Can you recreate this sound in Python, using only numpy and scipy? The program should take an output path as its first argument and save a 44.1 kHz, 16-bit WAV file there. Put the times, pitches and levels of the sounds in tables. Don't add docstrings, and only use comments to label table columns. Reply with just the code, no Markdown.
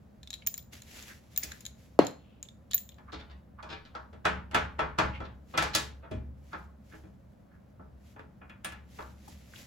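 import sys
import numpy as np
from scipy import signal
from scipy.fft import rfft, irfft, next_fast_len
from scipy.io import wavfile

SR = 44100
rng = np.random.default_rng(int(sys.argv[2]) if len(sys.argv) > 2 else 0)


def wav_out(sig):
    wavfile.write(sys.argv[1], SR, np.round(np.clip(np.atleast_2d(sig).T, -1, 1) * 32767).astype(np.int16))


N = 426006
TIME = np.arange(N) / SR
TAIL = TIME[:SR]

# (frequency [Hz], level [dB])
HUM_COLOUR = [(30, -20.5), (55, -1.5), (69, 9), (88, 0.5), (130, 1), (160, -3.5), (205, 2), (280, -8.5),
              (420, -17), (560, -10.5), (900, -21.5), (1500, -26), (3000, -38.5), (7000, -47),
              (15000, -45.5)]
# (frequency [Hz], t60 [s])
ROOM_DECAY = [(200, .33), (2000, .3), (4000, .27), (7000, .31), (15000, .27)]
# (frequency [Hz], correlation [-1 to 1])
LEFT_RIGHT_CORRELATION = [(60, .98), (130, .93), (290, .6), (640, 0), (1400, .3), (3500, .45), (7800, .4),
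                          (8700, -.85), (9500, -.85), (10200, .5), (12300, .5), (13200, -.7), (14500, .5)]
# (frequency [Hz], level [dB], t60 [s])
SWAY_MODES = [(69, -0.5, 1.4), (76.3, -6, 0.62), (140, -15, 0.9)]

# (peak time [s], length [s], level [dB])
GLOVE_STROKES = [(0.733, 0.016, -50), (0.759, 0.067, -53), (0.976, 0.24, -49.5), (1.105, 0.074, -59.5),
                 (1.469, 0.33, -57.5), (1.844, .15, -69.5), (5.527, 0.11, -66), (6.522, 0.23, -69),
                 (6.941, 0.19, -66.5), (8.069, 0.12, -67.5), (8.982, 0.18, -58.5), (9.335, 0.33, -61),
                 (9.606, 0.22, -55.5)]
# (frequency [Hz], level [dB])
HISS_COLOUR = [(300, 0), (1200, -7.5), (2000, 0.5), (4000, -3.5), (7000, -4), (9300, -13), (11500, -6.5),
               (15500, -16.5)]
# (peak time [s], length [s], level [dB], resonance [Hz])
CREAKS_AND_TICKS = [(0.423, 0.0065, -52.5, 2600), (1.106, 0.047, -53, 1690), (1.437, 0.018, -43.5, 2030),
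                    (1.438, 0.016, -37, 5470), (1.52, 0.0061, -38.5, 1870), (2.294, 0.32, -74, 2880),
                    (2.455, 0.011, -60, 3150), (2.718, 0.012, -43, 3750), (2.922, 0.0085, -60, 3180),
                    (3.094, 0.029, -50, 1310), (3.602, 0.028, -46, 1210), (3.674, 0.046, -51.5, 1010),
                    (3.963, .025, -42.5, 1290), (5.155, 0.058, -51, 2450), (6.546, 0.039, -44, 1510),
                    (6.939, 0.043, -54.5, 1650), (7.542, 0.073, -66.5, 1520), (8.196, 0.008, -44.5, 1557),
                    (9.283, 0.0094, -49, 920), (9.54, 0.012, -54.5, 1600), (9.561, 0.0059, -46, 3220)]
# (frequency [multiple of the resonance], level [dB])
CREAK_COLOUR = [(.25, -27.5), (.65, -12), (.9, 2), (1.1, 0.5), (1.5, -12.5), (7, -61)]

# (time [s], frequency [Hz], level [dB], t60 [s], left-right phase [rad])
LOOSE_PINGS = [(1.9902, 4190, -43.5, .4, .8), (5.752, 4660, -29, .13, .8), (8.646, 8750, -34, .14, 2.6)]
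# (time [s], level [dB], hardness [0 flat side to 1 sharp edge])
KEY_CLINKS = [(0.231, -48.5, 0.15), (0.274, -50.5, .04), (0.3044, -37, 0.28), (0.33, -39.5, 0.11),
              (0.3394, -38, .2), (0.4653, -38, 0.71), (0.4714, -28, 0.86), (0.5413, -39.5, 0.75),
              (0.5782, -39, 0.81), (0.591, -50, .4), (0.82, -44.5, 0.28), (1.026, -53, 0.54),
              (1.362, -38.5, 0.38), (1.3762, -29.5, 0.88), (1.434, -32, 0.39), (1.519, -39, 0.39),
              (1.607, -48.5, 0.72), (1.653, -39, 0.35), (1.664, -36, 0.32), (2.049, -52, 0.61),
              (2.068, -33, 0.3), (2.428, -44.5, 0.44), (2.487, -53, .07), (2.712, -38.5, 0.17),
              (2.7339, -28.5, 0.26), (2.7433, -28, 0.95), (2.779, -38.5, 0.46), (2.891, -47.5, 0.21),
              (2.943, -62, 0.27)]
# (frequency [Hz], level [dB], t60 [s])
FITTING_MODES = [(1900, -15, .01), (3400, -1, .011), (3850, 4.5, .016), (5200, -5, .008), (6800, 4, .013),
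                 (7100, 3.5, .015), (11200, -2, .007), (11900, -4, .006), (14770, 2.5, .05)]
# (level [dB] at hardness 0, at 0.5, at 1)
LOW_RING_DB, MID_RING_DB, TOP_RING_DB = (4, -14.5, -27.5), (-18.5, 1.5, -6), (-28.5, -27.5, 9.5)
# (frequency [Hz], level [dB], t60 [s])
TOOL_MODES = [(180, -6.5, 0.099), (284.4, -6.5, 0.34), (704.5, -1.5, 0.079), (1070, -11.5, 0.15),
              (1613, -20.5, 0.17), (2844, -17, 0.21)]
# (frequency [Hz], level [dB])
BOARD_COLOUR = [(40, -31.5), (120, -2), (280, -1), (750, -2), (1100, -9.5), (1700, -15.5), (2700, -22),
                (4500, -26), (8000, -42.5), (15000, -50.5)]

# (time [s], level [dB], hardness tilt [dB/octave], hand weight [dB], edge [dB])
VALVE_KNOCKS = [(1.438, -57.5, 16, 11, -4.5), (2.983, -55, -6, -4, 1.5), (3.127, -44.5, -7.5, 5.5, 8.5),
                (3.627, -47, -4, 0.5, 5), (3.951, -36.5, -14, -11.5, 10.5), (4.13, -55.5, -1, 10.5, -0.5),
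                (4.253, -22.5, 1.5, -5.5, -2.5), (4.512, -49.5, 4, -3, -4.5), (4.546, -22.5, 3.5, -5, -3.5),
                (4.791, -26, -3.5, -5, -1), (4.986, -22, -1, -3, 0.5), (5.203, -40, -6.5, 4, 1.5),
                (5.576, -24.5, 4, -7, -1), (5.624, -32, 3.5, -2.5, 2), (5.75, -30.5, 7.5, -2, 2.5),
                (6.112, -49, 6.5, 21.5, -4.5), (6.531, -35.5, -13, -8, 7.5), (6.932, -58, -4.5, 12.5, -1.5),
                (7.036, -63, -1, 16, -1), (7.795, -53.5, -23, 7, -2.5), (8.162, -50.5, -8.5, -1.5, -5),
                (8.193, -57, 2.5, 11, -3), (8.415, -53, 0.5, 1.5, -17), (8.496, -52, 6.5, -12, -10),
                (8.646, -41.5, 12, -3.5, -7), (8.722, -50, 8, -5, -8), (8.988, -39.5, -10.5, -3, 3),
                (9.281, -70, 10, 21.5, 4.5)]
# (start [s], length [s], level [dB], treble tilt [dB/octave])
VALVE_SCRAPES = [(3.116, 0.029, -51.5, 6), (3.19, 0.023, -53, 2), (3.297, 0.02, -56.5, 0.5),
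                 (3.687, 0.048, -42.5, 3), (3.848, 0.011, -61, 4.5), (4.526, 0.013, -39.5, -10.5),
                 (5.236, 0.023, -53.5, 0.5), (5.538, .016, -35.5, -8), (5.734, 0.014, -41.5, 10.5),
                 (6.024, 0.029, -48, -13.5)]
# (frequency [Hz], level [dB])
RASP_COLOUR = [(500, -0.5), (1500, 1.5), (4000, 6), (7000, -11), (10000, -23.5)]
# (frequency [Hz], level [dB], t60 [s])
PANEL_MODES = [(186.2, -10, 0.77), (318, -3.5, .22), (431.2, -10, 0.38), (626, -3.5, .28), (844, -7, 0.47),
               (937, -6.5, 0.34), (1080, -6.5, .3), (1166, -4, .22), (1270, -3, 0.16), (1325, 8, .2),
               (1477, -2, .26), (1712, 2.5, .25), (2030, -6.5, 0.15), (2366, -7.5, 0.29),
               (2478, -2.5, 0.21), (2670, -6, .16), (3353, -6, .16), (3448, -5, 0.12)]
# (frequency [Hz], level [dB])
PANEL_COLOUR = [(25, -10.5), (60, 2.5), (120, -1), (300, -4), (900, -1), (1400, 5.5), (2400, -6.5),
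                (3400, -12), (4500, -18.5), (7000, -22.5), (10000, -31), (15000, -39.5)]
# (frequency [Hz], t60 [s])
PANEL_DECAY = [(60, 1), (160, 0.79), (420, .24), (1100, 0.38), (2900, 0.32), (8000, 0.25)]
# (frequency [Hz], t60 [s])
SNAP_DECAY = [(1500, .05), (5000, 0.04), (9000, 0.065), (15000, 0.028)]
# (frequency [Hz], level [dB])
CONTACT_COLOUR = [(70, 2.5), (300, 4.5), (550, 6.5), (850, 4.5), (1250, -2.5), (2700, 0), (4500, 3),
                  (6500, 0), (9000, -2), (15000, -9)]
# (frequency [Hz], lift [dB per dB of weight])
WEIGHT_LIFT = [(70, 1), (130, 1), (300, 0.99), (550, 0.5148), (1250, 0)]
# (frequency [Hz], lift [dB per dB of edge])
EDGE_LIFT = [(2700, 0), (4500, 1.83), (6500, 2)]

CONTACT_SCATTER_DB = 4.5
SLIP_S = 0.011


def undb(db):
    return 10 ** (np.asarray(db) / 20)


def at(points, hz):
    freqs, values = np.transpose(points)
    return np.interp(np.log(hz + 1), np.log(freqs), values)


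def colour(x, points):
    size = 2 * next_fast_len(x.shape[-1] // 2 + 2048)
    gain = undb(at(points, np.arange(size // 2 + 1) * SR / size))
    cepstrum = irfft(np.log(gain))
    cepstrum[1:size // 2] *= 2
    cepstrum[size // 2 + 1:] = 0
    return irfft(rfft(x, size) * np.exp(rfft(cepstrum)))[..., :x.shape[-1]]


def unit(x, span_s=None):
    return x / np.sqrt(np.mean(x[..., :int(span_s * SR) if span_s else None] ** 2))


def noise(size):
    mid, side = rfft(rng.standard_normal((2, size)))
    correlation = np.clip(at(LEFT_RIGHT_CORRELATION, np.arange(len(mid)) * SR / size), -.99, .99)
    mid, side = mid * np.sqrt(1 + correlation), side * np.sqrt(1 - correlation)
    return irfft(np.array([mid + side, mid - side]), size)


def fade(t60):
    return np.exp(-np.log(1000) * TAIL / t60)


def wash(t60s):
    hz, times, bands = signal.stft(noise(SR), SR, nperseg=256)
    decay = np.exp(-np.log(1000) * times / at(t60s, hz)[:, None])
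    return signal.istft(bands * decay, SR)[1][:, :SR]


def ringing(modes):
    rings = [undb(db) * fade(t60) * np.exp(2j * np.pi * hz * TAIL) for hz, db, t60 in modes]
    return np.array(rings, np.complex64)


def strike(modes, rings, scatter_db):
    size, phase, lag = rng.standard_normal((len(modes), 3)).T
    correlation = np.clip(at(LEFT_RIGHT_CORRELATION, np.array(modes)[:, 0]), -1, 1)
    apart = np.arccos(correlation) * np.sign(lag) / 2
    phases = np.pi * phase + np.array([apart, -apart])
    weights = undb(scatter_db * np.tanh(size)) * np.exp(1j * phases)
    return (weights.astype(np.complex64) @ rings).imag


def add(out, s, sound):
    start = int(s * SR)
    out[:, start:start + sound.shape[1]] += sound[:, :N - start]


def repeat(sound, times, dbs):
    starts = np.maximum(times * SR, 0).astype(int)
    taps = np.bincount(starts, weights=undb(dbs))
    return signal.fftconvolve(taps[None], sound, axes=1)


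def walk(turns_per_s):
    knots = np.arange(0, TIME[-1] + 1, 1 / turns_per_s)
    return np.interp(TIME, knots, rng.standard_normal(len(knots)))


def catches(size, per_s, spread_db):
    chance, strength = rng.random(size), rng.exponential(size=size)
    return (chance < per_s / SR) * undb(spread_db * np.minimum(strength, 3))


def room(x, wet_db, near_db, near_t60):
    far = wash(ROOM_DECAY) * np.minimum(TAIL / 0.0037, 1)
    near = noise(SR) * fade(near_t60)
    echo = (undb(wet_db) * unit(far) + undb(near_db) * unit(near)) / np.sqrt(SR)
    return x + signal.fftconvolve(x, echo, axes=1)[:, :N]


def room_hum(level_db=-55):
    return unit(colour(noise(N), HUM_COLOUR)) * undb(level_db)


def pipe_sway(gain_db=-16, rise_s=0.04, db_per_push_db=0.67):
    out = np.zeros((2, N))
    rings = ringing(SWAY_MODES) * (1 - np.exp(-(TAIL / rise_s) ** 2))
    for s, db, _, weight_db, _ in VALVE_KNOCKS:
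        swing = undb(gain_db + db_per_push_db * (db + weight_db))
        add(out, s, swing * strike(SWAY_MODES, rings, scatter_db=0))
    return out


def gloves(fidget_db=-86, rise_share=.42, grain_db=1, flutter_db=2.16, snag_db=-10):
    speed = undb(fidget_db + 3.5 * walk(4))
    for s, length, db in GLOVE_STROKES:
        width = length * np.where(TIME < s, rise_share, 1 - rise_share)
        speed += undb(db) * np.exp(-((TIME - s) / width) ** 2)
    grain = noise(N) * undb(grain_db * walk(400))
    brush = unit(colour(grain, HISS_COLOUR)) * undb(flutter_db * walk(34))
    release = signal.fftconvolve(catches(N, per_s=70, spread_db=4), fade(0.011))[:N]
    snag_colour = [(500, -13), (1700, -1.5), (3000, 0), (7000, -11.5), (15000, -18.5)]
    snags = unit(colour(noise(N) * release, snag_colour))
    return speed * (brush + undb(snag_db) * snags)


def creaks_and_ticks():
    out, size = np.zeros((2, N)), SR // 2
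    centre_s = size / SR / 2
    for s, length, db, hz in CREAKS_AND_TICKS:
        envelope = np.exp(-(2 * (TAIL[:size] - centre_s) / length) ** 2)
        grains = noise(size) * (catches(size, per_s=1500, spread_db=3) + 0.12)
        creak = colour(grains, [(ratio * hz, level) for ratio, level in CREAK_COLOUR])
        add(out, s - centre_s, undb(db) * envelope * unit(creak))
    return room(out, wet_db=-7, near_db=-6, near_t60=0.067)


def pings():
    out = np.zeros((2, N))
    for s, hz, db, t60, apart in LOOSE_PINGS:
        note = np.sin(2 * np.pi * hz * TAIL + np.array([[apart], [0]]))
        add(out, s, undb(db) * fade(t60) * note)
    return out


def clink(hardness, grip_detune=.04, crack_db=-10, crack_t60=0.024, attack_s=0.00013):
    cluster = np.repeat(FITTING_MODES, 3, axis=0)
    hz = cluster[:, 0]
    low_db, mid_db, top_db = (np.interp(hardness, [0, .5, 1], ring)
                              for ring in (LOW_RING_DB, MID_RING_DB, TOP_RING_DB))
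    ring_db = np.select([hz > 13000, (hz > 2500) & (hz < 4600)], [top_db, low_db], mid_db)
    touch = undb(ring_db) / np.sqrt(3)
    detune = 1 + grip_detune * rng.standard_normal(len(hz)) * np.minimum(4000 / hz, 1) ** 2
    modes = np.column_stack([hz * detune, cluster[:, 1:]])
    crack_colour = [(150, -1.5), (1000, 0), (2300, 10.5), (7000, 6), (11000, -8), (15000, -10.5)]
    crack = unit(colour(noise(SR) * fade(crack_t60), crack_colour), 0.0033)
    brass = strike(modes, ringing(modes) * touch[:, None], CONTACT_SCATTER_DB)
    attack = 1 - np.exp(-TAIL / attack_s)
    return (brass + undb(crack_db + max(mid_db, low_db)) * crack) * attack


def key_clinks(gain_db=5.5, left_db=0.8, rattle_s=0.027, graze_s=0.0034, rattle_db=-24.5):
    out = np.zeros((2, N))
    for s, db, hardness in KEY_CLINKS:
        add(out, s, undb(db) * clink(hardness))
    times, dbs, _ = np.repeat(KEY_CLINKS, 4, axis=0).T
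    late, size = rng.standard_normal((len(times), 2)).T
    bounce_times = times + rattle_s * np.abs(late) - graze_s
    bounce_dbs = dbs + rattle_db + CONTACT_SCATTER_DB * size
    add(out, 0, repeat(clink(hardness=.3), bounce_times, bounce_dbs))
    out *= undb([[gain_db + left_db], [gain_db - left_db]])
    return room(out, wet_db=-11, near_db=-7, near_t60=0.023)


def tool_thud(time_s=1.9902, start_hz=1150, end_hz=290, sweep_s=.0019, swell_s=.0023):
    hz = end_hz + (start_hz - end_hz) * np.exp(-TAIL / sweep_s)
    envelope = TAIL / swell_s * np.exp(1 - TAIL / swell_s)
    pulse = np.sin(2 * np.pi * np.cumsum(hz) / SR) * envelope
    boards = unit(colour(noise(SR) * fade(0.32), BOARD_COLOUR), 0.059)
    tick_colour = [(500, -10), (1500, 10.5), (4500, -2.5), (8000, -12.5), (15000, -28.5)]
    tick = unit(colour(noise(SR) * fade(0.016), tick_colour), 0.0043)
    ring = unit(strike(TOOL_MODES, ringing(TOOL_MODES), scatter_db=1), 0.04)
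    punch = undb([[-2.3], [-5.3]]) * pulse
    out = np.zeros((2, N))
    add(out, time_s, punch + undb(-27.5) * boards + undb(-31) * ring + undb(-30) * tick)
    return out


def knock(rings, db, tilt_db, weight_db, edge_db, modes_db,
          wash_db=-4, slip_db=-14, rise_s=0.00097, rebound_s=.011, rebound_db=-8, pivot_hz=1450):
    body = unit(colour(wash(PANEL_DECAY), PANEL_COLOUR), .04)
    notes = unit(strike(PANEL_MODES, rings, CONTACT_SCATTER_DB), .04)
    snap_colour = [(300, -16), (1200, -7), (2600, -8.5), (4500, -15), (15000, -27)]
    snap = unit(colour(wash(SNAP_DECAY), snap_colour), 0.0032)
    snap_db = np.interp(db, [-55, -30], [-1, -7])
    cushion = undb(0.38 * max(weight_db, 0))
    swell = 1 - np.exp(-TAIL / (rise_s * cushion))
    hit = (undb(wash_db) * body + undb(modes_db) * notes) * swell + undb(snap_db) * snap / cushion
    hit = repeat(hit, np.array([0, rebound_s * (.5 + rng.random())]), [0, rebound_db])
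    lead = int(SLIP_S * SR)
    slip = undb(slip_db) * body[:, :lead] * np.linspace(0, 1, lead) ** 2
    tone = []
    for hz, base_db in CONTACT_COLOUR:
        bright_db = tilt_db * max(np.log2(hz / pivot_hz), 0) + edge_db * at(EDGE_LIFT, hz)
        tone.append((hz, base_db + bright_db + weight_db * at(WEIGHT_LIFT, hz)))
    return undb(db) * colour(np.hstack([slip, hit]), tone)


def scrape(rings, length, db, tilt_db, slips_per_s=220, scatter_db=3, swell_db=3.5):
    count = max(int(length * slips_per_s), 1)
    late, size = rng.standard_normal((512, 2))[:count].T
    times = length * (np.arange(count) + np.tanh(late) / 2 + .5) / count
    dbs = scatter_db * size + swell_db * times / length
    grain = colour(knock(rings, db, tilt_db, weight_db=2, edge_db=1.5, modes_db=-7), RASP_COLOUR)
    return repeat(grain, times, dbs) / np.sqrt(np.sum(undb(dbs) ** 2))


def radiator(left_db=0.4):
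    out, rings = np.zeros((2, N)), ringing(PANEL_MODES)
    for s, db, tilt_db, weight_db, edge_db in VALVE_KNOCKS:
        add(out, s - SLIP_S, knock(rings, db, tilt_db, weight_db, edge_db, modes_db=-4))
    for s, length, db, tilt_db in VALVE_SCRAPES:
        add(out, s - SLIP_S, scrape(rings, length, db, tilt_db))
    return out * undb([[left_db], [-left_db]])


def scene():
    hardware = key_clinks() + tool_thud() + pings() + radiator()
    return hardware + creaks_and_ticks() + gloves() + room_hum() + pipe_sway()


def record(dry):
    return signal.sosfilt(signal.ellip(8, .2, 70, 16300, fs=SR, output="sos"), dry)


dry = scene()
out = record(dry)
wav_out(out)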